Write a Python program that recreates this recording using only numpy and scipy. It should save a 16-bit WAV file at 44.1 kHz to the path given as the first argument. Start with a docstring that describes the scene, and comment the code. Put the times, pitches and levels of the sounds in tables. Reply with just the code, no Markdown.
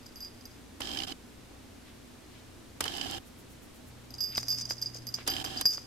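"""In a carpeted room a cat bats at a feather toy, and the small bell on its collar jingles in bursts.
A pellet strikes the bell's shell, rebounds and rolls; its tones ring and fade as the fur damps them.
The toy's wand clicks as short damped pushes, and its feathers swish as soft puffs of noise.
Three times a small geared motor, likely a camera's focus drive, rattles close by: noise through body
resonances, catching teeth and hard clacks. Under it all lie room air and a low hum."""
import sys
import numpy as np
from scipy import signal
from scipy.fft import rfft, irfft
from scipy.io import wavfile

SR = 44100
rng = np.random.default_rng(int(sys.argv[2]) if len(sys.argv) > 2 else 0)


def wav_record(signal):
    """Record a signal, one row per channel, as 16-bit PCM in the file named by sys.argv[1]."""
    frames = np.transpose(np.atleast_2d(signal))
    bounded = np.clip(frames, -1, 1)
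    # unit amplitude maps onto the largest positive 16-bit level
    quanta = np.round(bounded * 32767).astype(np.int16)
    wavfile.write(sys.argv[1], SR, quanta)


N = 258426
TIME = np.arange(N) / SR
FREQ = np.fft.rfftfreq(N, 1 / SR)
SIDES = np.array([[.5], [-.5]])  # left and right halves of a difference


def amp(db):
    """Turn decibels into an amplitude factor."""
    return 10 ** (np.asarray(db) / 20)


def unit(x):
    """Scale to an average power of one."""
    return x / np.sqrt(np.mean(abs(x) ** 2) + 1e-20)


def over_time(points):
    """Join (seconds, value) points with straight lines."""
    return np.interp(TIME, *np.transpose(points))


def over_hz(points):
    """Join (Hz, value) points with straight lines on a logarithmic pitch scale."""
    hz, value = np.transpose(points)
    return np.interp(np.log(FREQ + 1), np.log(hz + 1), value)


def pan(db):
    """Left and right gains for a level difference; positive leans left."""
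    return amp(SIDES * db)


def add(mix, s, sound):
    """Mix a short sound in at s seconds, cut off at the end of the scene."""
    part = mix[:, max(round(s * SR), 0):][:, :sound.shape[1]]
    part += sound[:, :part.shape[1]]


def drift(rate_hz, size=8192):
    """A smooth random wander with unit spread."""
    softening = np.exp(-(FREQ[:size // 2 + 1] / rate_hz) ** 2)
    coarse = irfft(rfft(rng.standard_normal(size)) * softening)
    return np.interp(TIME, np.linspace(0, TIME[-1], size), unit(coarse))


def noise_pair(spectrum, likeness):
    """Coloured noise of unit power, partly shared by left and right."""
    a, b = rfft(rng.standard_normal((2, N)))
    c = np.clip(likeness, -1, 1)
    pair = np.array([a, c * a + np.sqrt(1 - c ** 2) * b])
    return unit(irfft(pair * amp(over_hz(spectrum)), N))


def puff(envelope, hz, width, likeness):
    """A short burst of noise in one broad band; width is a share of the centre frequency."""
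    shared, *own = rng.standard_normal((3, len(envelope)))
    c = np.clip(likeness, 0, 1)
    burst = (np.sqrt(c) * shared + np.sqrt(1 - c) * np.array(own)) * envelope
    edges = [hz / (1 + width), min(hz * (1 + width), SR / 2 - 1000)]
    band = signal.butter(2, edges, "band", fs=SR, output="sos")
    return unit(signal.sosfilt(band, burst)) * np.sqrt(np.mean(envelope ** 2))


# Colour of the room air. Each row: frequency in Hz, relative level in dB per Hz.
AIR_COLOUR = [(20, -5), (40, -8), (90, -4), (170, -7), (255, 0), (400, -8), (600, -12), (1000, -16),
              (2000, -19), (4000, -21), (8000, -25.5), (13000, -30), (16000, -35)]
# How alike the air is left and right. Each row: frequency in Hz, likeness from 0 to 1.
AIR_LIKENESS = [(60, 0.95), (180, 0.41), (550, 0.19), (1650, 0.39), (4970, 0.26), (15000, 0.36)]
# Appliance hum. Each row: frequency in Hz, level in dB before wavering and panning.
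HUM_TONES = [(59.6, -63), (88, -66), (119, -66), (242, -65.5), (355, -80)]
# A low drone that swells and fades. Each row: time in seconds, level in dB before panning.
DRONE_LEVEL = [(3.45, -78), (3.85, -61), (4.35, -53.5), (4.8, -50.5), (5.2, -54.5), (5.45, -58)]
AIR_DB, DRONE_HZ = -52, 121


def room_tone(waver_db=2):
    """Still air is coloured noise; the appliance hum and the drone are sines that wander slightly."""
    def tone(hz, wander):
        return np.sqrt(2) * np.sin(2 * np.pi * hz * TIME + wander * drift(1.7))

    air = amp(AIR_DB) * noise_pair(AIR_COLOUR, over_hz(AIR_LIKENESS))
    hum = sum(amp(db + waver_db * drift(7.8)) * tone(hz, wander=0.25) for hz, db in HUM_TONES)
    drone = amp(over_time(DRONE_LEVEL)) * tone(DRONE_HZ, wander=0.11)
    return air + (hum + drone) * pan(-0.57)


# Hard strikes of the pellet. Each row: start in seconds, base ring level in dB, brightness in dB,
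# time in seconds for the ring to fall 60 dB under the fur.
STRIKES = [(0.064, -45, 5.5, 0.04), (0.158, -45, 6.5, 0.2), (0.205, -40, 3, 0.2), (0.225, -37, -7, .12),
           (0.248, -39, 2.5, 0.15), (0.455, -44, 8, 0.057), (4.106, -50, 10, 0.056), (4.14, -36, 0, 0.02),
           (4.182, -40.5, -1, 0.26), (4.206, -27, 0, 0.25), (4.238, -28, 0, 0.2), (4.29, -37.5, 2, 0.37),
           (4.35, -28, -6, .045), (4.371, -32, 5.5, 0.09), (4.378, -19.5, -12, 0.033),
           (4.43, -28.5, -3, .04), (4.483, -29.5, 7.5, 0.25), (4.504, -25, -3, 0.28),
           (4.617, -30.5, -12, 0.11), (4.653, -31.5, -5, 0.044), (4.698, -33, 4.5, 0.12),
           (4.708, -23.5, -6, 0.039), (4.781, -34.5, -9, 0.051), (4.816, -39.5, 9.5, 0.11),
           (4.824, -25.5, -4, 0.057), (4.859, -29.5, -16, 0.1), (4.946, -43, 4, .1),
           (5.069, -35.5, 8.5, 0.13), (5.088, -36, 2, 0.062), (5.141, -24, -1, .05),
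           (5.152, -34.5, 3, 0.04), (5.278, -31, -10, 0.28), (5.3, -28, 6.5, .14), (5.448, -28, 2, 0.061),
           (5.572, -30, -14, 0.1), (5.612, -33, -5, 0.16), (5.655, -18, -2, 0.24), (5.735, -30.5, -1, 0.12),
           (5.772, -28, -21, .04)]
# Soft random jiggling while the cat moves. Each row: start and stop in seconds, typical level in dB.
JIGGLES = [(0, .52, -53.5), (4.124, 5.86, -48.5)]
JIGGLE_GAP_S = 0.037
# Rebounds: typical gap, level against the strike, and how fast they weaken.
REBOUND_GAP_S, REBOUND_DB, REBOUND_FADE_DB_PER_S = 0.031, -13, 200


def contacts(uneven=0.62, spread_db=3, t60_s=0.044, count=4):
    """All blows, in the columns of STRIKES: strikes, weakening rebounds, and soft jiggles."""
    rows = list(STRIKES)
    for s, db, bright_db, _ in STRIKES:
        gap, size, colour = rng.standard_normal((3, count))
        delay = np.cumsum(REBOUND_GAP_S * np.exp(uneven * gap))
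        level_db = db + REBOUND_DB - REBOUND_FADE_DB_PER_S * delay + spread_db * size
        rows += zip(s + delay, level_db, bright_db + spread_db * colour, np.full(count, t60_s))
    for start, stop, db in JIGGLES:
        gap, size, colour = rng.standard_normal((3, 64))
        times = start + np.cumsum(JIGGLE_GAP_S * np.exp(uneven * gap))
        for s, a, b in zip(times, size, colour):
            if s < stop:
                rows.append((s, db + spread_db * a, spread_db * b, t60_s))
    return np.transpose(rows)


def loudest(s, db, t60):
    """Amplitude of the loudest among many hits, each dying at its own speed."""
    level = np.zeros(N)
    for start, top, life in zip(s, db, t60):
        part = level[max(round(start * SR), 0):][:16384]
        falling = amp(top - 60 * TIME[:len(part)] / max(life, .02))
        part[:] = np.maximum(part, falling)
    return level


# The bell's tones, in three families of close neighbours.
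# Each row in a family: frequency in Hz, level in dB within the family.
BELL_FAMILIES = [
    [(4858, 0), (4880, -12), (5096, -14)],
    [(11677, 0), (11790, -12), (12060, -16)],
    [(12958, 0)],
]
# Typical phase difference between left and right, one value in radians for each family.
FAMILY_PHASE = [0.49, 1, 0.78]
# What a strike sets off: three rows for the families, a last one for the pellet's contact tick.
# Each row: level in dB against the base ring level, extra dB per dB of brightness.
VOICING = [(-0.5, 0), (-15.5, 1), (-26.5, 2), (-11, 1.04)]


def bell(blows, kick_rad=0.45, swing_rad=.3, flutter_db=1.56, attack_s=0.00055,
         balance_db=-3.5, sway_db=3.0, graze_rad=0.57, luck_db=2):
    """Blows set off the shell's tones, high ones more when bright; hard strikes also jolt the phase."""
    s, ring_db, bright_db, t60 = blows
    jolts = np.sort([row[0] for row in STRIKES])
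    last = np.maximum(np.searchsorted(jolts, TIME, "right") - 1, 0)  # latest hard strike
    side_db = balance_db + sway_db * rng.standard_normal(len(jolts))
    pole = np.exp(-1 / (attack_s * SR))
    main_hz = BELL_FAMILIES[0][0][0]
    out = np.zeros((2, N))
    for family, phase, (offset_db, slope) in zip(BELL_FAMILIES, FAMILY_PHASE, VOICING):
        # where the pellet lands favours a high family by chance
        colour_db = bright_db + luck_db * rng.standard_normal(len(s))
        level = loudest(s, ring_db + offset_db + slope * colour_db, t60)
        # the swinging bell beams differently to each side
        flutter = amp(flutter_db * np.array([drift(130), drift(130)]))
        level = level * flutter * pan(side_db[last])
        for hz, db in family:
            jolt, turn = rng.standard_normal((len(jolts), 2)).T
            angle = np.cumsum(kick_rad * jolt) + SIDES * (phase + swing_rad * turn)
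            # the grazing pellet nudges the phase, the high tones most
            angle = angle[:, last] + graze_rad * hz / main_hz * drift(88)
            # smoothing gives each blow a short attack
            envelope = signal.lfilter([1 - pole], [1, -pole], level * np.exp(1j * angle) + 1e-12)
            out += amp(db) * np.sqrt(2) * (envelope * np.exp(2j * np.pi * hz * TIME)).real
    return amp(-2) * out


# Colour of the clatter of pellet on shell. Each row: frequency in Hz, relative level in dB per Hz.
CLATTER_COLOUR = [(4200, -12), (4700, 1.5), (5000, 15), (5500, 0.5), (6100, 7.5), (6700, 0.5), (7400, -7),
                  (8500, -8.5), (10300, -20.5), (11750, -17), (12400, -16), (12950, -13), (14500, -23)]
# Swings of the head send the pellet right round the shell.
# Each row: time of the fastest rolling in seconds, level in dB before the rolling gain,
# half length in seconds.
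ROLLS = [(0.516, -66, .06), (4.385, -40, 0.029), (4.521, -40, 0.037), (4.605, -38, 0.027),
         (4.713, -38.5, 0.024), (4.962, -47.5, 0.024), (5.159, -44.5, 0.0095), (5.733, -42, 0.052)]
# After each blow the pellet rolls to rest: level against the blow, time to fall 60 dB.
SETTLE_DB, SETTLE_T60_S = -19, 0.24


def pellet(blows, per_s=800, size_db=-4.5, roll_db=2, contact_s=0.002, likeness=0.33):
    """The pellet ticks at each blow and skitters as it rolls; every contact is a tiny noise burst."""
    def dying(hits):
        return signal.lfilter([1], [1, -np.exp(-1 / (contact_s * SR))], hits)

    s, ring_db, bright_db, _ = blows
    chance, size = rng.random(N), np.minimum(rng.exponential(1, N), 2)
    skitter = unit(dying((chance < per_s / SR) * amp(size_db * size)))
    settling = loudest(s, ring_db + SETTLE_DB, np.full(len(s), SETTLE_T60_S))
    circling = sum(amp(db) * np.exp(-((TIME - middle) / half) ** 2) for middle, db, half in ROLLS)
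    rolling = skitter * amp(roll_db) * np.maximum(settling, circling)
    tick_db, slope = VOICING[-1]
    tick_size = 2 * amp(ring_db + tick_db + slope * bright_db)
    ticks = np.bincount(np.round(np.maximum(s, 0) * SR).astype(int), tick_size, N)[:N]
    bursts = (rolling + dying(ticks + 1e-12)) * noise_pair([(1, 0)], likeness)
    return irfft(rfft(bursts) * unit(amp(over_hz(CLATTER_COLOUR))), N) * pan(-0.15)


def ring(drive, modes, spread_rad):
    """Damped modes of unit total energy; each reaches left and right with its own phase."""
    t = TIME[:2048]
    response = 0
    for k, (hz, width, db) in enumerate(modes):
        fade = np.sqrt(width) * np.exp(-np.pi * width * t)
        phase = SIDES * spread_rad * (-1) ** k
        response = response + amp(db) * fade * np.sin(2 * np.pi * hz * t + phase)
    return signal.oaconvolve(drive[None], unit(response) / np.sqrt(len(t)), axes=1)[:, :N]


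# Runs of the focus motor. Each row: start and stop in seconds, grind level in dB before its trim,
# typical level of the catching teeth in dB before panning.
MOTOR_RUNS = [(0.802, 1.056, -42.5, -39), (1.067, 1.129, -43, -43), (2.803, 3.186, -42.5, -40.5),
              (5.264, 5.43, -42, -40), (5.44, 5.627, -43.5, -44)]
# The grind heard through the camera body. Each row: frequency in Hz, relative level in dB per Hz.
GRIND_COLOUR = [(40, -15), (88, 1.5), (150, -28), (255, -5.5), (335, -1), (480, -17), (1200, -14.5),
                (2400, -21.5), (3100, -9), (3900, -12), (5200, -15.5), (7000, -20), (12500, -28.5),
                (15500, -43)]
# Body resonances rung by the gears. Each row: frequency in Hz, width in Hz, relative level in dB.
BODY_MODES = [(283, 24, 2), (300, 99, -1), (773, 62, 4), (1714, 120, -2), (2870, 190, 3.5),
              (3124, 110, 5.5), (4210, 57, -8), (5090, 50, -2), (7600, 180, -9), (12400, 1500, -6.5)]


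def focus_motor(scrape_db=-2.0, grind_db=-1.0, mesh_hz=90, chatter_db=9):
    """A steady grind while the motor turns; gears chatter through the body, catch and clack."""
    running = np.zeros(N)
    for start, stop, db, _ in MOTOR_RUNS:
        rise = np.clip((TIME - start) / 0.0022, 0, 1)
        fall = np.clip((stop - TIME) / 0.0036, 0, 1)
        running += amp(db) * rise * fall
    # each meshing tooth has its own level and weakens until the next
    mesh = np.cumsum(mesh_hz * (1 + .2 * drift(40))) / SR
    uneven_db = 2.5 * rng.standard_normal(N)[mesh.astype(int)]
    chatter = unit(amp(uneven_db - chatter_db * (mesh % 1)))
    scrape = amp(scrape_db) * running * chatter * rng.standard_normal(N)
    gears = ring(scrape, BODY_MODES, spread_rad=2.16) + catches()
    likeness = over_hz([(100, 0.64), (400, 0.59), (1400, 0.02)])
    grind = amp(grind_db) * running * noise_pair(GRIND_COLOUR, likeness) * pan(0.75)
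    return gears * pan(-13.5) + grind + barrel()


def knocks(rows, width, likeness, rise=0.24):
    """Dry noise blows that die within milliseconds; rise is the attack as a share of the decay."""
    out, t = np.zeros((2, N)), TIME[:4096]
    for s, db, decay, hz in rows:
        envelope = np.exp(-t / decay) * (1 - np.exp(-t / (rise * decay))) * (1 + rise)
        add(out, s - rise * decay, amp(db) * puff(envelope, hz, width, likeness))
    return out


# Hard clacks of the lens barrel. Each row: time in seconds, click level in dB and thud level in dB
# before panning, decay of the click in seconds.
CLACKS = [(.806, -32.5, -32, 0.003), (2.807, -21.5, -25.5, 0.0038), (2.841, -18.5, -49, 0.00028),
          (2.856, -36.5, -31, .005), (2.972, -33, -44, 0.0016), (3.1115, -27.5, -45, 0.00086),
          (5.276, -20.5, -27, 0.0046), (5.4427, -33, -33.5, .004), (5.6113, -21.5, -31, 0.0028)]
CLICK_HZ, THUD_HZ, THUD_LONGER = 6000, 730, 1.7  # band centres; the thud's decay against the click's


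def barrel():
    """Each clack of the lens barrel is a bright click over a longer thud."""
    clicks = [(s, db, decay, CLICK_HZ) for s, db, _, decay in CLACKS]
    thuds = [(s, db, THUD_LONGER * decay, THUD_HZ) for s, _, db, decay in CLACKS]
    both = knocks(clicks, width=0.98, likeness=0.037) + knocks(thuds, width=1.8, likeness=0.038)
    return both * pan(-2.3)


# The two body resonances that a catching tooth rings, in Hz before a small random detuning.
CATCH_HZ = (3084, 4924)


def tooth(decay, rasp_db=-3.0, upper_db=-7):
    """One gear tooth catches: a short rasp, and two body resonances swell and die."""
    t = TIME[:1024]
    swell = t / decay * np.exp(1 - t / decay)
    detune = rng.uniform(.95, 1.04)
    knock = np.zeros((2, len(t)))
    for hz, db in zip(CATCH_HZ, (0, upper_db)):
        turns = hz * detune * t + rng.random((2, 1)) / 2
        knock += amp(db) * swell * np.sin(2 * np.pi * turns)
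    return knock + amp(rasp_db) * puff(np.exp(-t / (2 * decay)), 3400, width=0.66, likeness=0)


# A tooth catches in a loose rhythm: typical gap, scatter of the gap (share), scatter of the level.
CATCH_GAP_S, CATCH_JITTER, CATCH_SPREAD_DB = .017, 0.18, 4.3


def catches(decay=0.0018, count=32):
    """While the motor runs, gear teeth catch in a loose rhythm and at uneven levels."""
    out = np.zeros((2, N))
    for start, stop, _, teeth_db in MOTOR_RUNS:
        gap, size = rng.standard_normal((2, count))
        times = start + np.cumsum(CATCH_GAP_S * np.exp(CATCH_JITTER * gap))
        for s, db in zip(times, teeth_db + CATCH_SPREAD_DB * size):
            if s < stop - 4 * decay:
                add(out, s, amp(db) * tooth(decay))
    return out


# Taps of wand and paws. Each row: time in seconds, level in dB before panning and room,
# decay in seconds, frequency in Hz.
TAPS = [(1.512, -42, 0.0067, 284), (4.357, -31, 0.0014, 2660), (4.3794, -13.5, 0.00031, 920),
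        (4.3802, -23, 0.0014, 3780), (4.4306, -22.5, 0.00015, 2550), (4.7083, -24, 0.00067, 1660),
        (4.709, -31, 0.0016, 503), (4.954, -37.5, 0.0016, 560), (5.187, -30, 0.00078, 1200),
        (5.655, -12.5, 0.00015, 915), (5.7803, -27.5, 0.00052, 1120)]


def taps(scuff_db=-15, scuff_longer=7.3, lag_s=.00005):
    """Each tap is one quick, heavily damped push, a touch later on the right, with a faint scuff."""
    out, t = np.zeros((2, N)), TIME[:2048]
    late = np.maximum(t - np.array([[0], [lag_s]]), 0)
    for s, db, decay, hz in TAPS:
        push = np.exp(-late / decay) * np.sin(2 * np.pi * hz * late)
        scuff = puff(np.exp(-t / (scuff_longer * decay)), hz, width=2.04, likeness=0)
        add(out, s, amp(db) * (push + amp(scuff_db) * scuff))
    return out * pan(-2.1)


# Single feather swishes. Each row: time of the middle in seconds, level in dB before the room,
# half length at half height in seconds, centre frequency in Hz.
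SWISHES = [(1.885, -59.5, 0.031, 2380), (2.364, -60, 0.048, 3000), (4.336, -50.5, 0.017, 2500),
           (5.202, -49, 0.023, 2110)]
# The toy is shaken in an even rhythm, with a thin swish at every turn.
SHAKE_START_S, SHAKE_PERIOD_S, SHAKE_COUNT = 3.277, .121, 6
SHAKE_DB, SHAKE_HALF_S, SHAKE_HZ = -60, .021, 10500


def feathers():
    """Soft swells of air noise through the toy: single sweeps and a run of quick shakes."""
    out = np.zeros((2, N))
    shake_times = [SHAKE_START_S + k * SHAKE_PERIOD_S for k in range(SHAKE_COUNT)]
    shakes = [(s, SHAKE_DB, SHAKE_HALF_S, SHAKE_HZ) for s in shake_times]
    for s, db, half, hz in SWISHES + shakes:
        swell = signal.windows.hann(round(4 * half * SR))
        add(out, s - 2 * half, amp(db) * puff(swell, hz, width=.6, likeness=.3))
    return out


def room(x, t60_s=0.59, wet_db=-17):
    """The carpeted room adds a short, dying tail of scattered reflections."""
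    t = TIME[:16384]
    scattered = rng.standard_normal((2, len(t))) * (rng.random((2, len(t))) < .08)
    tail = scattered * (t > .004) * 10 ** (-3 * t / t60_s)
    return x + amp(wet_db) * signal.oaconvolve(x, unit(tail) / np.sqrt(len(t)), axes=1)[:, :N]


def scene():
    """The cat's play sounds in the room; the close motor and the room tone are added dry."""
    blows = contacts()
    play = bell(blows) + pellet(blows) + taps() + feathers()
    return room_tone() + room(play) + focus_motor()


def record(dry, top_hz=14500, cutoff_hz=16100):
    """The microphones soften the highest treble; a steep filter then removes what lies above."""
    soft = irfft(rfft(dry) / np.sqrt(1 + (FREQ / top_hz) ** 20), N)
    band_limit = signal.firwin(401, cutoff_hz, window=("kaiser", 9), fs=SR)
    return signal.oaconvolve(soft, band_limit[None], "same", axes=1)


dry = scene()
out = record(dry)
wav_record(out)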